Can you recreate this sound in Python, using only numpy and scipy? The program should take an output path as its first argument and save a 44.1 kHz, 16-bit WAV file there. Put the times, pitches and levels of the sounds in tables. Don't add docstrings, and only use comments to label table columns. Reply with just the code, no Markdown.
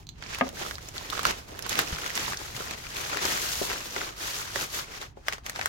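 import sys
import numpy as np
from scipy import signal
from scipy.fft import rfft, irfft, next_fast_len
from scipy.io import wavfile
from scipy.ndimage import map_coordinates

SR = 44100
rng = np.random.default_rng(int(sys.argv[2]) if len(sys.argv) > 2 else 0)


def store_wav(level_fs):
    pcm = np.round(np.clip(np.atleast_2d(level_fs), -1, 1) * 32767)
    wavfile.write(sys.argv[1], SR, pcm.T.astype(np.int16))


N = 250488

# time_s, creases_per_s
FOLDING_RATE = [(0, 350), (1.0, 400), (1.3, 700), (1.5, 400), (2.2, 900), (2.8, 700), (3.3, 2200),
                (3.9, 1100), (4.3, 2400), (5.0, 1600), (5.3, 400)]
# start_s, level_db (before the room, energy as if spread over 4 ms),
# pitch_hz (of the facet), crack_db (bright crack over the pitched body), left_right_db
SNAPS = [(0.225, -35.5, 1800, -28, -4.5), (0.347, -31.5, 2420, -5, -4), (0.3862, -33.5, 1320, -2, -6),
         (0.4903, -36.5, 4020, 0, -3), (0.7108, -30.5, 1640, -18, -5.5), (0.7548, -36.5, 4300, -21, -6),
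         (0.7828, -35.5, 1590, -19, 1), (0.887, -37, 6310, -2, 1), (0.9803, -32, 3450, -18, 4),
         (1.1012, -30, 3670, -4, 3), (1.1309, -33, 1250, -25, -15.5), (1.1772, -34, 1230, -14, -9),
         (1.1931, -26.5, 1330, -11, -8), (1.2315, -33, 1320, -1, -11), (1.2527, -15.5, 1490, -13.5, -4.5),
         (1.2677, -25, 1060, -1, -1), (1.309, -27, 1940, -4, -2), (1.5914, -32.5, 1690, -4.5, -5.5),
         (1.6243, -33.5, 4620, 0, -6), (1.6649, -33, 980, -7, -8), (1.694, -26.5, 4000, 7, -7),
         (1.755, -27, 2550, -8, -3), (1.7908, -15.5, 1440, -5, -1.5), (1.7968, -28, 1900, 1, 0),
         (2.0623, -29, 1430, -14, 1), (2.077, -35, 2700, -2, -2), (2.1535, -30, 6650, 6, -6),
         (2.16, -32, 7000, 0, 0), (2.1765, -24, 2160, -18, -2), (2.3334, -31, 1590, -19, 5),
         (2.3725, -32, 5060, -22, -2), (2.4152, -41, 755, -28, 10), (2.5655, -34.5, 2640, 2, 1),
         (2.71, -32, 2280, -3, 0), (2.968, -32, 2870, -2, 5), (3.1459, -31, 1490, -20, 3),
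         (3.171, -29.5, 1530, -5, 9), (3.253, -25, 6190, 4, 4), (3.7165, -29.5, 1340, -16, 8),
         (3.963, -27, 1450, -27, -2), (4.0153, -29, 1396, -17, 2), (4.5588, -26, 1780, -27, -6.5),
         (5.2836, -19.5, 1560, -14, 2), (5.3251, -29, 2070, -13, 3), (5.3334, -31.5, 2280, -16, -1),
         (5.3822, -40.5, 1150, -24, 0), (5.464, -30.5, 1860, -3, 0), (5.4964, -28.5, 1900, 1.5, 0),
         (5.5603, -32.5, 1550, -18, 2), (5.5913, -31, 850, -20, 5), (5.594, -31, 1830, -22, -1),
         (5.613, -26.5, 1710, -30, 4.5), (5.622, -38, 1400, -30, 10), (5.6585, -19.5, 1520, -7.5, 3)]
# start_s, level_db
BLADE_CLICKS = [(0.069, -28.5), (0.0905, -19.5)]
# start_s, peak_db (before the room), upper_edge_hz (higher is harder)
CUTTER_KNOCKS = [(0.41, -7.5, 2640), (0.4129, -19, 2800), (0.4167, -12.5, 736), (0.4236, -20.5, 2200),
                 (0.468, -30, 696), (0.53, -32, 600)]
# start_s, level_db, pitch_hz
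DESK_THUDS = [(0.414, -26, 239), (1.924, -27.5, 64), (1.928, -30, 156), (2.55, -34.5, 123), (2.87, -39, 55),
              (3.571, -36, 74.5)]
# start_s, level_db
BOX_BUMPS = [(2.603, -30.5), (3.25, -27), (3.615, -22.5), (3.966, -29), (4.558, -28.5), (4.621, -38),
             (5.172, -37)]
# pitch_hz, relative level_db, t60_s
DESK_TONES = [(207, -7, 0.13), (258, -3, 0.17), (410, -8, 0.16), (560, 4.5, 0.05), (740, -2, 0.074),
              (1090, -3, 0.075), (1235, 6.5, 0.05), (1640, 7.5, 0.032), (2120, 6, 0.019), (2530, -14, .03)]
# pitch_hz, relative level_db, t60_s
BOX_TONES = [(259, -1.5, 0.038), (393, 4, 0.042), (540, 5, 0.034), (726, -11, 0.13), (1170, -32, 0.015)]

# frequency_hz, relative level_db (per Hz)
CRINKLE_COLOUR = [(300, -15), (700, -4.5), (1300, -0.5), (2400, -1.5), (4000, -5), (6500, -6.5),
                  (8500, -18), (16000, -44)]
# frequency_hz, relative level_db (per Hz)
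FLAP_COLOUR = [(90, -11), (200, -7), (400, 0), (700, -1.5), (1200, -8.5), (3000, -50)]
# frequency_hz, relative level_db (per Hz)
HISS_COLOUR = [(1000, -42), (3000, -2.5), (5000, -2.5), (6800, -2), (8000, -7.5), (9800, -9.5),
               (11500, -6.5), (15500, -11)]
# frequency_hz, relative level_db (per Hz)
BULGE_COLOUR = [(20, -12), (60, 0.5), (130, -1), (200, -3.5), (400, -16.5), (1500, -72)]
# frequency_hz, relative level_db (per Hz)
PAPER_COLOUR = [(150, -5.5), (400, -3.5), (750, 1.5), (1700, 1), (3500, -4), (6500, -4.5), (9000, -14.5),
                (16000, -20)]
# frequency_hz, relative level_db
SNAP_COLOUR = [(150, -19), (400, 5), (2500, -1), (6500, 2.5), (8500, -4.5), (16000, -7)]
# frequency_hz, relative level_db (per Hz)
ROOM_TONE_COLOUR = [(12, -53), (20, -4), (74, -1), (123, -6), (146, -8.5), (172, -19), (542, -29),
                    (759, -14), (1330, -27), (3630, -36), (6720, -54), (9400, -63), (16000, -73)]
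# frequency_hz, relative level_db (per Hz)
RUMBLE_COLOUR = [(15, -23), (30, -7), (50, -1), (75, -3.5), (130, -6.5), (200, -14.5), (400, -23.5), (1500, -96.5)]

# frequency_hz, likeness (1 is the same, 0 unrelated, below 0 opposed)
LIKENESS = [(60, 0.83), (150, 0.91), (290, 0.65), (640, -0.38), (1400, -0.26), (3000, -0.00041),
            (15000, -0.022)]
# time_s, left_right_db
HANDS_PAN = [(0, -2.5), (1.2, -2), (1.8, -1.5), (2.3, 0), (3.2, 1.3), (4.2, 0.5), (5.1, 0.7), (5.6, 0.5)]
# frequency_hz, t60_s
ROOM_FADE = [(150, 0.5), (500, 0.29), (2000, 0.23), (6000, 0.16), (15000, 0.16)]

# start_s, length_s, crinkle_db, flap_db (over crinkle), hiss_db (over crinkle)
CRUMPLES = [(0, 0.0042, -48.5, -5, -5), (0.23, 0.029, -40, -8, -22.0), (0.308, 0.092, -33, -14, -12.5),
            (0.458, 0.011, -37.5, 0.5, -9), (0.572, 0.171, -39.5, -3.5, 0), (0.622, 0.011, -31, -6.5, -12),
            (0.83, 0.061, -42.5, -5.5, -3.5), (0.956, 0.15, -37.5, -7.5, -5.5),
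            (1.146, 0.053, -31, -9, -7.5), (1.26, 0.047, -27, -6.5, -9), (1.387, 0.005, -36, -7.5, -6),
            (1.494, 0.104, -44, 2, -3.5), (1.644, 0.017, -35.5, -7.5, -13),
            (1.715, 0.015, -27.5, -12, -5.5), (1.786, 0.021, -23.5, -7.0, -7.5),
            (1.854, 0.18, -34, -9, -5.5), (2.06, 0.042, -33, -9.5, -5), (2.164, 0.16, -29.5, -12, -5.5),
            (2.39, 0.13, -39, -8.0, -3.5), (2.554, 0.11, -37, -7.5, -2), (2.707, 0.019, -32.5, -6.5, -9.5),
            (2.783, 0.15, -40.5, -10, -3), (2.963, 0.14, -34.5, -10.0, -4), (3.135, 0.038, -33, -6, -10),
            (3.218, 0.17, -32.5, -9.5, -13), (3.708, 0.031, -33, -5.5, -3.5), (3.963, 0.13, -37.5, -5, -8),
            (4.43, 0.091, -44.5, -12, -1.5), (4.819, 0.024, -45, -8, -13), (4.919, 0.054, -43.5, -11, -5.5),
            (5.022, 0.0083, -38.5, -6.5, -7.5)]
# start_s, length_s, hiss_db, crinkle_db (over hiss)
PULLS = [(3.244, 0.429, -34, -0.5), (3.77, 0.29, -41.5, 3), (4.215, 0.2, -38, 0), (4.565, 0.072, -35.5, 1),
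         (4.743, 0.053, -34.5, -3)]
# start_s, length_s, rustle_db
UNFOLDS = [(5.171, 0.35, -58.5), (5.27, 0.047, -38.5), (5.325, 0.014, -33.5), (5.463, 0.0086, -33),
           (5.493, 0.0058, -33), (5.554, .12, -35)]

CRUMPLE_ATTACK_S, CRUMPLE_RELEASE_S = 0.063, 0.066
CRUMPLE_SAG_DB_PER_S = 12.5
PULL_ATTACK_S, PULL_RELEASE_S = 0.071, 0.063
PULL_FLAP_DB = -9.5
PULL_SLACKEN_DB_PER_S = 8.5
UNFOLD_ATTACK_S, UNFOLD_RELEASE_S = 0.021, 0.055
HELD_FROM_S, HELD_UNTIL_S = 0.18, 5.04
HELD_CRINKLE_DB, HELD_FLAP_DB, HELD_HISS_DB = -50.5, -57, -60.5
BULGE_DB = -18.5
CLICK_HZ, CLICK_RING_DB, CLICK_T60_S = 4120, -28, 0.045
RUMBLE_DB, RUMBLE_SAG_DB_PER_S, RUMBLE_SWING_DB = -49.5, 0.5, 1.4
TOP_HZ = 16000


def amp(db):
    return 10 ** (np.asarray(db) / 20)


def unit(x):
    return x / np.sqrt(np.mean(x ** 2) + 1e-20)


def decay(t, t60):
    return amp(-60 * t / t60)


def rise(t, rise_s):
    return 1 - np.exp(-t / rise_s)


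def noise(count=N):
    return rng.standard_normal((2, count))


def along(points, hz):
    f, v = np.transpose(points)
    return np.interp(np.log(hz + 1), np.log(f + 1), v)


def curve(rows):
    s, values = np.transpose(rows)
    return np.interp(np.arange(N) / SR, s, values)


def wobble(rate):
    points = rng.standard_normal(int(N * rate / SR) + 4)
    return map_coordinates(points, [np.arange(N) * rate / SR])


def colour(x, gain, size=16384):
    wanted = np.maximum(gain(np.fft.rfftfreq(size, 1 / SR)), 1e-6)
    cepstrum = irfft(np.log(wanted))
    cepstrum[1:size // 2] *= 2
    cepstrum[size // 2 + 1:] = 0
    answer = irfft(np.exp(rfft(cepstrum)))[:size // 2]
    if x.ndim > 1:
        answer = answer[None]
    return signal.fftconvolve(x, answer, axes=-1)[..., :x.shape[-1]]


def stereo(pair, spectrum):
    alike = lambda hz: np.clip(along(LIKENESS, hz), -.98, .98)
    mid = colour(pair[0], lambda hz: amp(along(spectrum, hz)) * np.sqrt(1 + alike(hz)))
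    side = colour(pair[1], lambda hz: amp(along(spectrum, hz)) * np.sqrt(1 - alike(hz)))
    return unit(np.array([mid + side, mid - side]))


def panned(db):
    return amp(np.array([db, -db]).reshape(2, -1) / 2)


def add(track, s, sound):
    part = track[:, max(round(s * SR), 0):][:, :sound.shape[-1]]
    part += sound[..., :part.shape[1]]


def move(s, length_s, attack_s, release_s, sag_db_per_s=0):
    t = np.arange(N) / SR - s
    steps_of_20_db = np.maximum(-t / attack_s, (t - length_s) / release_s).clip(0, 10)
    sag_db = sag_db_per_s * t.clip(0, abs(length_s))
    return amp(-20 * steps_of_20_db - sag_db)


def room(x, wet_db, early_db, early_t60=0.038):
    hz, t, z = signal.stft(noise(SR // 3), SR, nperseg=256)
    fading = z * decay(t, along(ROOM_FADE, hz)[:, None])
    tail = signal.istft(fading, SR, nperseg=256)[1]
    t = np.arange(tail.shape[1]) / SR
    early = noise(len(t)) * decay(t, early_t60) * (t > .001)
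    answer = amp(wet_db) * tail / np.linalg.norm(tail[0])
    answer = answer + amp(early_db) * early / np.linalg.norm(early[0])
    return x + signal.fftconvolve(x, answer, axes=1)[:, :x.shape[1]]


def scatter(x, t60):
    keep = amp(-120 / (t60 * SR))
    power = signal.lfilter([1 - keep], [1, -keep], x ** 2)
    return np.sqrt(power) * rng.standard_normal(x.shape)


def ringing(tones, t):
    out = 0
    for hz, db, t60 in tones:
        level = amp(db + rng.normal(0, 1)) * decay(t, t60)
        phase_turns = min(hz / 1400, .5) * rng.normal(0, 0.37, (2, 1))
        out = out + level * np.sin(2 * np.pi * (hz * t + phase_turns))
    return out


def background():
    sag_db = RUMBLE_SAG_DB_PER_S * np.arange(N) / SR
    rumble_db = RUMBLE_DB - sag_db + RUMBLE_SWING_DB * wobble(3.12)
    rumble = amp(rumble_db) * panned(-1.6) * stereo(noise(), RUMBLE_COLOUR)
    return rumble + amp(-56.0) * stereo(noise(), ROOM_TONE_COLOUR)


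def desk_thuds():
    out, t = np.zeros((2, N)), np.arange(SR // 3) / SR
    for s, db, hz in DESK_THUDS:
        thud = -np.sin(2 * np.pi * hz * t) * decay(t, 0.11) * rise(t, 0.00066)
        add(out, s, amp(db) * thud)
    return out


def box_bumps():
    out, t = np.zeros((2, N)), np.arange(SR // 3) / SR
    for s, db in BOX_BUMPS:
        puff = colour(noise(len(t)), lambda hz: amp(along(FLAP_COLOUR, hz))) * decay(t, 0.047)
        bump = (0.65 * ringing(BOX_TONES, t) + 3.8 * puff) * rise(t, 0.00078)
        add(out, s, amp(db) * room(bump, wet_db=-10.5, early_db=-18))
    return out


def cutter_knocks():
    out, t = np.zeros((2, N)), np.arange(SR // 3) / SR
    for s, db, edge_hz in CUTTER_KNOCKS:
        blow = ringing(DESK_TONES, t) + 14 * noise(len(t)) * decay(t, 0.015)
        knock = colour(blow, lambda hz: (hz / np.hypot(hz, 150)) ** 2 / np.hypot(1, (hz / edge_hz) ** 5))
        add(out, s, amp(db) * room(knock / np.abs(knock).max(), wet_db=-13, early_db=-8))
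    return out


def cutter_clicks():
    out, t = np.zeros((2, N)), np.arange(SR // 4) / SR
    for s, db in BLADE_CLICKS:
        tone = np.sin(2 * np.pi * CLICK_HZ * t)
        upper_tone = np.sin(2 * np.pi * 6200 * t)
        tick = (tone + 0.57 * upper_tone + 0.15 * rng.standard_normal(len(t))) * decay(t, 0.003)
        ring = tone * amp(CLICK_RING_DB) * decay(t, CLICK_T60_S)
        click = (tick + ring) * rise(t, 0.00019)
        add(out, s, amp(db) * room(panned(-6.5) * click, wet_db=-7, early_db=-5.5))
    return out


def creases(pitch_hz, spread, cycles, size_db, rub, share=1, near=0.87, far=0.74):
    passed = np.cumsum(np.maximum(share * curve(FOLDING_RATE), 10)) / SR
    count = int(passed[-1])
    chance = rng.random((count, 5))
    start = np.searchsorted(passed, chance[:, 0] * count)
    hz = np.minimum(pitch_hz * np.exp(spread * (2 * chance[:, 1:2] - 1)), TOP_HZ)
    bigness = np.minimum(-np.log(1 - chance[:, 2:3]), 3)
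    size = amp(size_db * bigness) * np.sqrt(hz)

    t = np.arange(SR // 200) / SR
    where = (start[:, None] + np.arange(len(t))).ravel()
    fade = size * np.exp(-t * hz / cycles)
    sides = []
    for turn in chance[:, 3:].T:
        buckles = fade * np.sin(2 * np.pi * (hz * t + turn[:, None]))
        sides.append(np.bincount(where, buckles.ravel(), N)[:N])
    pair = unit(np.array(sides))

    haze = near * scatter(pair, t60=0.052) + far * scatter(pair, t60=0.26) + rub * noise()
    return pair + haze * (SR / 2 / pitch_hz) ** 0.37


def slip():
    power = 0
    for s, length_s, db in UNFOLDS:
        power = power + (amp(db) * move(s, length_s, UNFOLD_ATTACK_S, UNFOLD_RELEASE_S)) ** 2
    rustle = creases(pitch_hz=3000, spread=2.23, cycles=.9, size_db=4.0, rub=0.42)
    return np.sqrt(power) * stereo(rustle, PAPER_COLOUR)


def snaps():
    out, t = np.zeros((2, N)), np.arange(SR // 5) / SR
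    for s, db, facet_hz, crack_db, pan_db in SNAPS:
        lag_s = rng.uniform(.0001, 0.000379) * rng.permutation([0, 1])[:, None]
        ragged = lambda: noise(len(t)) * decay(t, 0.0065) * rise(t, 0.00025)
        tint = lambda hz: amp(along(SNAP_COLOUR, hz))
        facet = lambda hz: tint(hz) / np.hypot(1, 2.9 * (hz / facet_hz - facet_hz / (hz + 1)))
        pulse = np.sinc((t - lag_s) * SR)
        body = unit(colour(pulse + 0.22 * ragged(), facet))
        crack = unit(colour(ragged(), lambda hz: tint(hz) * hz / np.hypot(hz, 5000)))
        flip = body + amp(crack_db) * crack
        flip /= np.linalg.norm(flip, axis=1, keepdims=True)
        strength = amp(db) * np.sqrt(.004 * SR)
        add(out, s, strength * panned(pan_db) * room(flip, wet_db=-13.0, early_db=-6))
    return out


def handling():
    held = move(HELD_FROM_S, HELD_UNTIL_S - HELD_FROM_S, CRUMPLE_ATTACK_S, CRUMPLE_RELEASE_S)
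    power = np.outer(amp([HELD_CRINKLE_DB, HELD_FLAP_DB, HELD_HISS_DB]), held) ** 2
    for s, length_s, db, flap_db, hiss_db in CRUMPLES:
        grip = move(s, length_s, CRUMPLE_ATTACK_S, CRUMPLE_RELEASE_S, CRUMPLE_SAG_DB_PER_S)
        power += np.outer(amp([db, db + flap_db, db + hiss_db]), grip) ** 2
    for s, length_s, db, crinkle_db in PULLS:
        slide = move(s, length_s, PULL_ATTACK_S, PULL_RELEASE_S)
        drag = amp(crinkle_db) * move(s, length_s, PULL_ATTACK_S, PULL_RELEASE_S, PULL_SLACKEN_DB_PER_S)
        power += (amp(db) * np.array([drag, amp(PULL_FLAP_DB) * drag, slide])) ** 2
    return np.sqrt(power)


def bag():
    crinkle_gain, flap_gain, hiss_gain = handling()
    fits_db = 1.5 * wobble(70) * np.sqrt(500 / np.maximum(curve(FOLDING_RATE), 100))

    fine = creases(pitch_hz=2360, spread=1.225, cycles=1.03, size_db=2.5, rub=0.65)
    ticks = creases(pitch_hz=2600, spread=1, cycles=2.8, size_db=2.5, rub=0, share=.07, near=.45, far=.4)
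    crinkle = crinkle_gain * stereo(unit(fine) + .5 * unit(ticks), CRINKLE_COLOUR)

    flapping = creases(pitch_hz=600, spread=0.86, cycles=0.83, size_db=5.5, rub=1.26)
    flap = flap_gain * stereo(flapping, FLAP_COLOUR)

    sizzle = creases(pitch_hz=8000, spread=.6, cycles=1.2, size_db=3, rub=0, share=.1, near=.4, far=.3)
    sliding = creases(pitch_hz=7500, spread=0.9, cycles=0.62, size_db=0.5, rub=0.82)
    hiss = hiss_gain * stereo(unit(sliding) + .45 * unit(sizzle), HISS_COLOUR)

    bulge = amp(BULGE_DB) * crinkle_gain * stereo(noise(), BULGE_COLOUR)
    return amp(fits_db - 1) * (crinkle + flap + hiss) + bulge


def scene():
    hands = panned(curve(HANDS_PAN)) * (bag() + slip())
    desk = cutter_knocks() + box_bumps() + desk_thuds()
    return hands + snaps() + cutter_clicks() + desk + background()


def record(dry):
    m = next_fast_len(N + SR // 4)
    kept = np.fft.rfftfreq(m, 1 / SR) < TOP_HZ
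    return irfft(rfft(dry, m) * kept, m)[:, :N]


dry = scene()
out = record(dry)
store_wav(out)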